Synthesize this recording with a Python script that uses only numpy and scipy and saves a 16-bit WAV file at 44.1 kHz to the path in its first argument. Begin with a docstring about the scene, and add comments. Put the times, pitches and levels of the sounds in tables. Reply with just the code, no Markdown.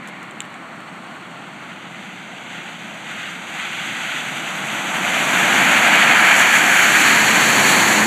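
"""Night on a snow-covered highway, heard at one microphone.
At first icy flakes tick on its case (struck modes) over a steady far wash and a fading rasp (filtered noise).
A pickup, an articulated lorry and a second pickup then near and pass, by spreading and absorption.
Body rumble, tyre roar, tread hiss and flung slush are noises whose spectra shift with nearness.
Last, an exhaust drone, a sine of wavering frequency, swells as the second pickup passes and just after."""
import sys
import numpy as np
from scipy import signal
from scipy.fft import rfft, irfft
from scipy.io import wavfile

SR = 44100
rng = np.random.default_rng(int(sys.argv[2]) if len(sys.argv) > 2 else 0)


def master_out(mix):
    """Clip the mix to full scale and print it as 16-bit PCM to the path in sys.argv[1]."""
    frames = np.transpose(np.atleast_2d(mix))
    ceiling = np.clip(frames, -1, 1)
    pcm = np.round(ceiling * 32767).astype(np.int16)
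    wavfile.write(sys.argv[1], SR, pcm)


N = 355622


def from_db(db):
    """Level to amplitude: 20 dB is a factor of ten."""
    return 10 ** (np.asarray(db) / 20)


def rms_one(x):
    """Normalisation: scale to an rms amplitude of 1."""
    return x / np.sqrt(np.mean(x ** 2) + 1e-20)


def in_time(rows):
    """Linear interpolation: each column of a curve at every sample."""
    s, *columns = np.transpose(rows)
    return [np.interp(np.arange(N) / SR, s, c) for c in columns]


def drift(corner_hz):
    """Low-passed noise: a random fluctuation of rms 1 from two equal poles at corner_hz."""
    step = 40  # samples between computed values
    pole = np.exp(-2 * np.pi * corner_hz * step / SR)
    noise = rng.standard_normal(N // step + 2002)
    slow = signal.lfilter([1], [1, -2 * pole, pole * pole], noise)[2000:]  # settled part
    return np.interp(np.arange(N) / step, np.arange(len(slow)), rms_one(slow))


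def coloured(x, spectrum):
    """Spectral shaping: a gain curve, falling a further 60 dB per octave beyond its ends; rms 1."""
    hz, level_db = np.transpose(spectrum)
    octave = np.log2(np.maximum(np.arange(N // 2 + 1) * SR / N, 1))
    points = np.log2(hz)
    outside = np.abs(octave - np.clip(octave, points[0], points[-1]))
    gain = from_db(np.interp(octave, points, level_db) - 60 * outside)
    return rms_one(irfft(rfft(x) * gain, N))


def approaching(x, colours, nearness):
    """Spectral interpolation: x crossfades from one colour to the next with each step of nearness."""
    place = np.clip(nearness, 0, len(colours) - 1)
    return sum(np.maximum(1 - np.abs(place - k), 0) * coloured(x, c) for k, c in enumerate(colours))


def crunch(per_s, spread_db, share):
    """Shot noise: random single grains hold a share of the power, a smooth rush the rest."""
    sizes = from_db(spread_db * np.minimum(rng.exponential(1, N), 4)) * rng.choice([-1, 1], N)
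    grains = rms_one(sizes * (rng.random(N) < per_s / SR))
    share = np.clip(share, 0, 1)
    return np.sqrt(share) * grains + np.sqrt(1 - share) * rng.standard_normal(N)


def ring(clicks, hz, t60):
    """Damped resonance: a unit click starts a decaying sine of initial amplitude 1."""
    r, w = from_db(-60 / (t60 * SR)), 2 * np.pi * hz / SR
    return signal.lfilter([0, np.sin(w)], [1, -2 * r * np.cos(w), r * r], clicks + 1e-18)


# stretches of wetter (+) or drier (-) snow: (start [s], end [s], change of tread hiss [dB])
PATCHES = [(2.48, 2.693, 2.1), (3.073, 3.34, 3), (3.396, 3.48, -1), (3.524, 4.22, 3.5),
           (4.406, 5.034, -1.7), (6.595, 6.715, -2)]
PATCH_EDGE_S = 0.064  # time to roll into a patch


def wetness():
    """Surface dependence: the level ramps as the wheels roll into each patch and out again."""
    t = np.arange(N) / SR
    change = 0
    for start, end, change_db in PATCHES:
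        inside = np.clip(np.minimum(t - start, end - t) / PATCH_EDGE_S + .5, 0, 1)
        change = change + change_db * inside
    return change


# brief surges and dips: (time [s], change of tread hiss [dB], change of spray [dB])
SURGES = [(2.03, 1, 2), (3.25, 2, -0.5), (3.64, 1.3, -0.5), (4.11, 0.5, 0), (5.75, 1.3, 1), (6.0, 1, .5),
          (6.25, 0.5, .5), (6.39, -.5, 3.5), (6.55, 2, 2.5), (7.0, -1, 2), (7.09, 1, 1.5), (7.69, 1, 2)]
SURGE_S = 0.034  # from the peak to 1/e of the change


def surge(changes_db):
    """Amplitude modulation: the level briefly swells or dips along a Gaussian curve."""
    t = np.arange(N) / SR
    return sum(change_db * np.exp(-((t - row[0]) / SURGE_S) ** 2) for row, change_db in zip(SURGES, changes_db))


# first pickup, lorry's tractor, its trailer, second pickup, with levels when abreast:
# (abreast [s], lane distance [m], rumble [dB], tyre roar [dB], tread hiss [dB], spray [dB])
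PASSES = [(5.63, 6.3, -28.1, -25, -19.5, -29), (6.08, 5.87, -34.5, -21, -13.5, -42),
          (6.89, 8.07, -30, -25.5, -13.5, -25), (7.75, 6.3, -24, -21, -17, -23.5)]
SPEED_M_PER_S = 13.94
# snow soaks up sound on its way, the finest hiss most
SNOW_LOSS_DB_PER_M, MIST_LOSS_DB_PER_M = 0.2466, .35
# steady wash of traffic far up the road, in each of the sounds
FAR_RUMBLE_DB, FAR_ROAR_DB, FAR_HISS_DB, FAR_SPRAY_DB, FAR_MIST_DB = -41, -42, -39, -59, -67


def traffic(sound, loss_db_per_m, far_db):
    """Spherical spreading and absorption: gain of one sound; the vehicles' powers add to the far wash."""
    t = np.arange(N) / SR
    power = from_db(far_db) ** 2
    for abreast_s, lane_m, *levels_db in PASSES:
        level_db = dict(zip(("rumble", "roar", "hiss", "spray"), levels_db))[sound]
        distance_m = np.hypot(lane_m, SPEED_M_PER_S * (t - abreast_s))
        absorbed_db = loss_db_per_m * (distance_m - lane_m)
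        power = power + (from_db(level_db - absorbed_db) * lane_m / distance_m) ** 2
    return np.sqrt(power)


# flakes on the case: (time [s], strength [dB], crumbling after it [dB])
TICKS = [(0.0738, -25, -42), (.0835, -38, -46), (.2285, -40, -47), (.3098, -28, -56), (0.4044, -9, -48),
         (0.4183, -25, -52), (.4515, -38, -51), (.5423, -32, -58), (.805, -39, -56)]
# modes of the case: (frequency [Hz], level [dB], t60 [s])
CASE = [(2380, -4, 0.0036), (3050, -8, 0.0068), (3630, -10.5, 0.006), (7120, -5, .005), (7650, -6, 0.0044),
        (8540, -13, 0.0066), (11900, -29, .005), (13800, -30, .003)]
# colour of the crumbling: (frequency [Hz], level per Hz [dB])
CRUMBLE = [(2500, 0), (4500, -2), (8000, 3), (10500, -4), (15000, -9)]
CRUMBLE_T60_S = 0.052


def flakes():
    """Modal impact: a flake strikes the modes of the case, then crumbles as decaying noise."""
    clicks, crumbling = np.zeros(N), np.zeros(N)
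    for s, level_db, crumble_db in TICKS:
        clicks[round(s * SR)] = from_db(level_db)
        crumbling[round(s * SR)] = from_db(crumble_db)
    rings = 0
    for k, (hz, mode_db, t60) in enumerate(CASE):
        # a 900 Hz wide resonance lets the push build up over a few cycles of each mode
        swell = signal.iirpeak(min(hz, .45 * SR), hz / 900, fs=SR)
        mode = signal.lfilter(*swell, ring(clicks, hz, t60))
        rings = rings + (-1) ** k * from_db(mode_db) * mode
    decay = from_db(-60 / (CRUMBLE_T60_S * SR))
    fading = signal.lfilter([1], [1, -decay], crumbling + 1e-18)
    return rings + fading * coloured(rng.standard_normal(N), CRUMBLE)


# the last pickup's exhaust: (time [s], drone level [dB])
EXHAUST = [(6.4, -60), (7, -43), (7.5, -38), (7.85, -37), (8.05, -25.5)]
EXHAUST_HZ, EXHAUST_WIDTH_HZ = 218, 7  # mean, and twice the rms wander


def exhaust():
    """Random frequency modulation: a wavering drone swells as the last pickup passes and just after."""
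    drone_db, = in_time(EXHAUST)
    phase = 2 * np.pi * np.cumsum(EXHAUST_HZ + EXHAUST_WIDTH_HZ / 2 * drift(12.0)) / SR
    return from_db(drone_db + 1.7 * drift(11.0)) * np.sqrt(2) * np.sin(phase)


# spectra of spray, mist and heavy drops: (frequency [Hz], level per Hz [dB])
SPRAY_FAR = [(3000, -42), (5100, -12), (5410, -8), (6400, -4.5), (7320, -3), (8040, -0.5), (9500, -13.5),
             (12400, -44), (20900, -120)]
SPRAY_COMING = [(3000, -49), (5100, -23), (5400, -19), (5900, -1.5), (6560, 1), (7040, -0.5), (8040, -2),
                (8970, -12.5), (9500, -14), (12400, -43), (20900, -120)]
SPRAY_NEAR = [(3000, -40), (5100, -14.5), (6170, -2.5), (6900, 1), (8130, -5), (8810, -16), (9500, -18.5),
              (12400, -42), (20900, -120)]
MIST_FAR = [(5120, -30), (8700, 0), (9490, -7), (12500, -5), (14200, -11), (15200, -14)]
MIST_COMING = [(5120, -30), (8700, 2), (9050, -8), (11200, -0.5), (12800, -4), (13600, -10), (14200, -16),
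               (15200, -17)]
MIST_NEAR = [(5120, -32), (8700, -9), (9030, -5.5), (10400, 0.5), (11700, -0.5), (12200, -1), (13200, -12),
             (14500, -6), (15200, -7)]
SPLASH = [(3500, -16), (3950, -3), (4400, 2), (4750, -6), (5000, -22)]
MIST_DB, SPLASH_DB = -7.5, -6.5  # relative to the spray


def slush(nearness, wet_db, lumps):
    """Droplet shot noise: flung slush sizzles; its mist and heavy drops carry only a short way."""
    spray_gain = traffic("spray", SNOW_LOSS_DB_PER_M, FAR_SPRAY_DB)
    mist_flutter = from_db(MIST_DB + .3 * drift(10))
    mist_gain = mist_flutter * traffic("spray", MIST_LOSS_DB_PER_M, FAR_MIST_DB - MIST_DB)
    drops = crunch(per_s=4000, spread_db=3.5, share=0.34)
    spray = spray_gain * approaching(drops, [SPRAY_FAR, SPRAY_COMING, SPRAY_NEAR], nearness)
    fine_drops = crunch(per_s=4500, spread_db=3.0, share=0.29)
    mist = mist_gain * approaching(fine_drops, [MIST_FAR, MIST_COMING, MIST_NEAR], nearness)
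    close_by = np.clip(3 * (nearness - 1.9), 0, 1)
    splash = from_db(SPLASH_DB) * spray_gain * close_by * coloured(fine_drops, SPLASH)
    return (spray + mist + splash) * from_db(wet_db + .5 * lumps)


# spectra of body rumble and tyre roar: (frequency [Hz], level per Hz [dB])
RUMBLE_FAR = [(21, -83), (35, -51), (91, -27.5), (107, -16), (182, -2), (296, -9.5), (335, -8.5),
              (424, -18.5), (520, -14), (680, -43), (1140, -120)]
RUMBLE_NEAR = [(21, -73), (35, -43), (64, -40), (103, -15), (206, 1), (270, -2), (316, -2.5), (439, -11.5),
               (520, -13), (680, -23), (1140, -120)]
RUMBLE_CLOSE = [(21, -67), (35, -36), (60, -43), (115, -8), (211, -2), (258, -5), (296, -0.5), (350, -8),
                (392, -3), (424, -12), (520, -11), (680, -33), (1140, -120)]
ROAR_FAR = [(250, -42), (420, -13), (542, -7.5), (579, -1.5), (697, 1.5), (788, 2.5), (1050, -3),
            (1300, -1.5), (1690, -28), (2860, -120)]
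ROAR_NEAR = [(250, -31), (420, -13), (445, -13.5), (703, 1), (961, 0), (1090, -3.5), (1300, -3),
             (1690, -13), (2860, -120)]
ROAR_CLOSE = [(250, -38), (420, -9), (466, -4), (616, -3.5), (886, 1), (1190, -4.5), (1300, -4.5),
              (1690, -38), (2860, -120)]


def rolling(nearness):
    """Broadband rolling noise: engines and bodies blur into a rumble; tyre carcasses roar above it."""
    rumble_colours = [RUMBLE_FAR, RUMBLE_FAR, RUMBLE_NEAR, RUMBLE_CLOSE]
    roar_colours = [ROAR_FAR, ROAR_FAR, ROAR_NEAR, ROAR_CLOSE]
    rumble = approaching(rng.standard_normal(N), rumble_colours, nearness)
    roar = approaching(rng.standard_normal(N), roar_colours, nearness)
    rumble_gain = traffic("rumble", SNOW_LOSS_DB_PER_M, FAR_RUMBLE_DB)
    roar_gain = traffic("roar", SNOW_LOSS_DB_PER_M, FAR_ROAR_DB) * from_db(0.51 * drift(11))
    return rumble_gain * rumble + roar_gain * roar


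# spectra of tread hiss and of the early rasp: (frequency [Hz], level per Hz [dB])
HISS_FAR = [(650, -29), (1100, -0.5), (1230, -6), (1430, -0.5), (1620, -6.5), (1810, -5), (2440, -10.5),
            (2860, -11), (3810, -19.5), (4400, -18), (5000, -36), (6500, -66), (11000, -120)]
HISS_COMING = [(650, -41), (1100, -13), (1420, 1), (1570, -0.5), (1780, -4), (2020, 0.5), (2310, -1),
               (3420, -6), (4190, -16.5), (4600, -18.5), (5000, -23), (6500, -59), (11000, -120)]
HISS_NEAR = [(650, -17), (1100, -14.5), (1250, -5), (1640, 1), (1980, -2), (2410, -0.5), (2620, -6.5),
             (3150, -9), (3830, -19), (4490, -17.5), (5000, -28), (6500, -60), (11000, -120)]
HISS_CLOSE = [(650, -28), (1100, -3), (1190, -12), (1700, -1), (2150, -3.5), (2430, -4.5), (2700, -7),
              (2990, -9), (3670, -13), (4350, -15), (4550, -14), (5000, -26), (6500, -56), (11000, -120)]
RASP_COLOUR = [(1750, -3), (2000, 0), (2300, -1), (2600, -13)]
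# at first the far tyres rasp a little brighter, then fade
RASP_DB, RASP_FADE_DB_PER_S = -40, 8.5


def treads(nearness, wet_db, lumps):
    """Granular fracture: tread blocks crush snow; lumps in the track make the hiss swell and shudder."""
    snow = crunch(per_s=3000, spread_db=2.0, share=0.23)
    shudder_db = .65 * lumps + .5 * drift(35)
    hiss = approaching(snow, [HISS_FAR, HISS_COMING, HISS_NEAR, HISS_CLOSE], nearness)
    rasp_gain = from_db(RASP_DB - RASP_FADE_DB_PER_S * np.arange(N) / SR)
    rasp = rasp_gain * coloured(rng.standard_normal(N), RASP_COLOUR)
    hiss_gain = traffic("hiss", SNOW_LOSS_DB_PER_M, FAR_HISS_DB)
    return from_db(wet_db + shudder_db) * (hiss_gain * hiss + rasp)


# how near the loudest wheels are:
# (time [s], nearness [0 far, 1 approaching, 2 abreast, 3 right in front])
NEARNESS = [(0, .3), (.8, 0), (1.6, 0.5), (2.1, 0.97), (3.1, 1.1), (4.2, 1.0), (4.6, 1.1), (5.3, 1.45),
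            (6.2, 2.0), (6.8, 2), (7.4, 2.5), (7.7, 2.5)]
SPRAY_FOLLOWS = 0.72  # share of a patch's dB that the spray takes


def scene():
    """Superposition: all sources add at one microphone, alike in both channels."""
    nearness, = in_time(NEARNESS)
    wet_db, lumps = wetness(), drift(22)
    _, hiss_changes_db, spray_changes_db = np.transpose(SURGES)
    hiss = treads(nearness, wet_db + surge(hiss_changes_db), lumps)
    spray = slush(nearness, SPRAY_FOLLOWS * wet_db + surge(spray_changes_db), lumps)
    mono = rolling(nearness) + hiss + spray + exhaust() + flakes()
    return np.tile(mono, (2, 1))


NOTCH_HZ, NOTCH_Q = 5016, 15
CUTOFF_HZ = 15290


def record(dry):
    """Notch, saturation, low-pass: a narrow band near 5 kHz is missing, peaks are rounded, the top is cut."""
    notched = signal.lfilter(*signal.iirnotch(NOTCH_HZ, NOTCH_Q, fs=SR), dry)
    rounded = notched / (1 + (notched / .96) ** 8) ** (1 / 8)  # stays below .96
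    # order 16, ripple .1 dB, stopband 90 dB down
    low_pass = signal.ellip(16, .1, 90, CUTOFF_HZ, fs=SR, output="sos")
    return signal.sosfilt(low_pass, rounded)


dry = scene()
out = record(dry)
master_out(out)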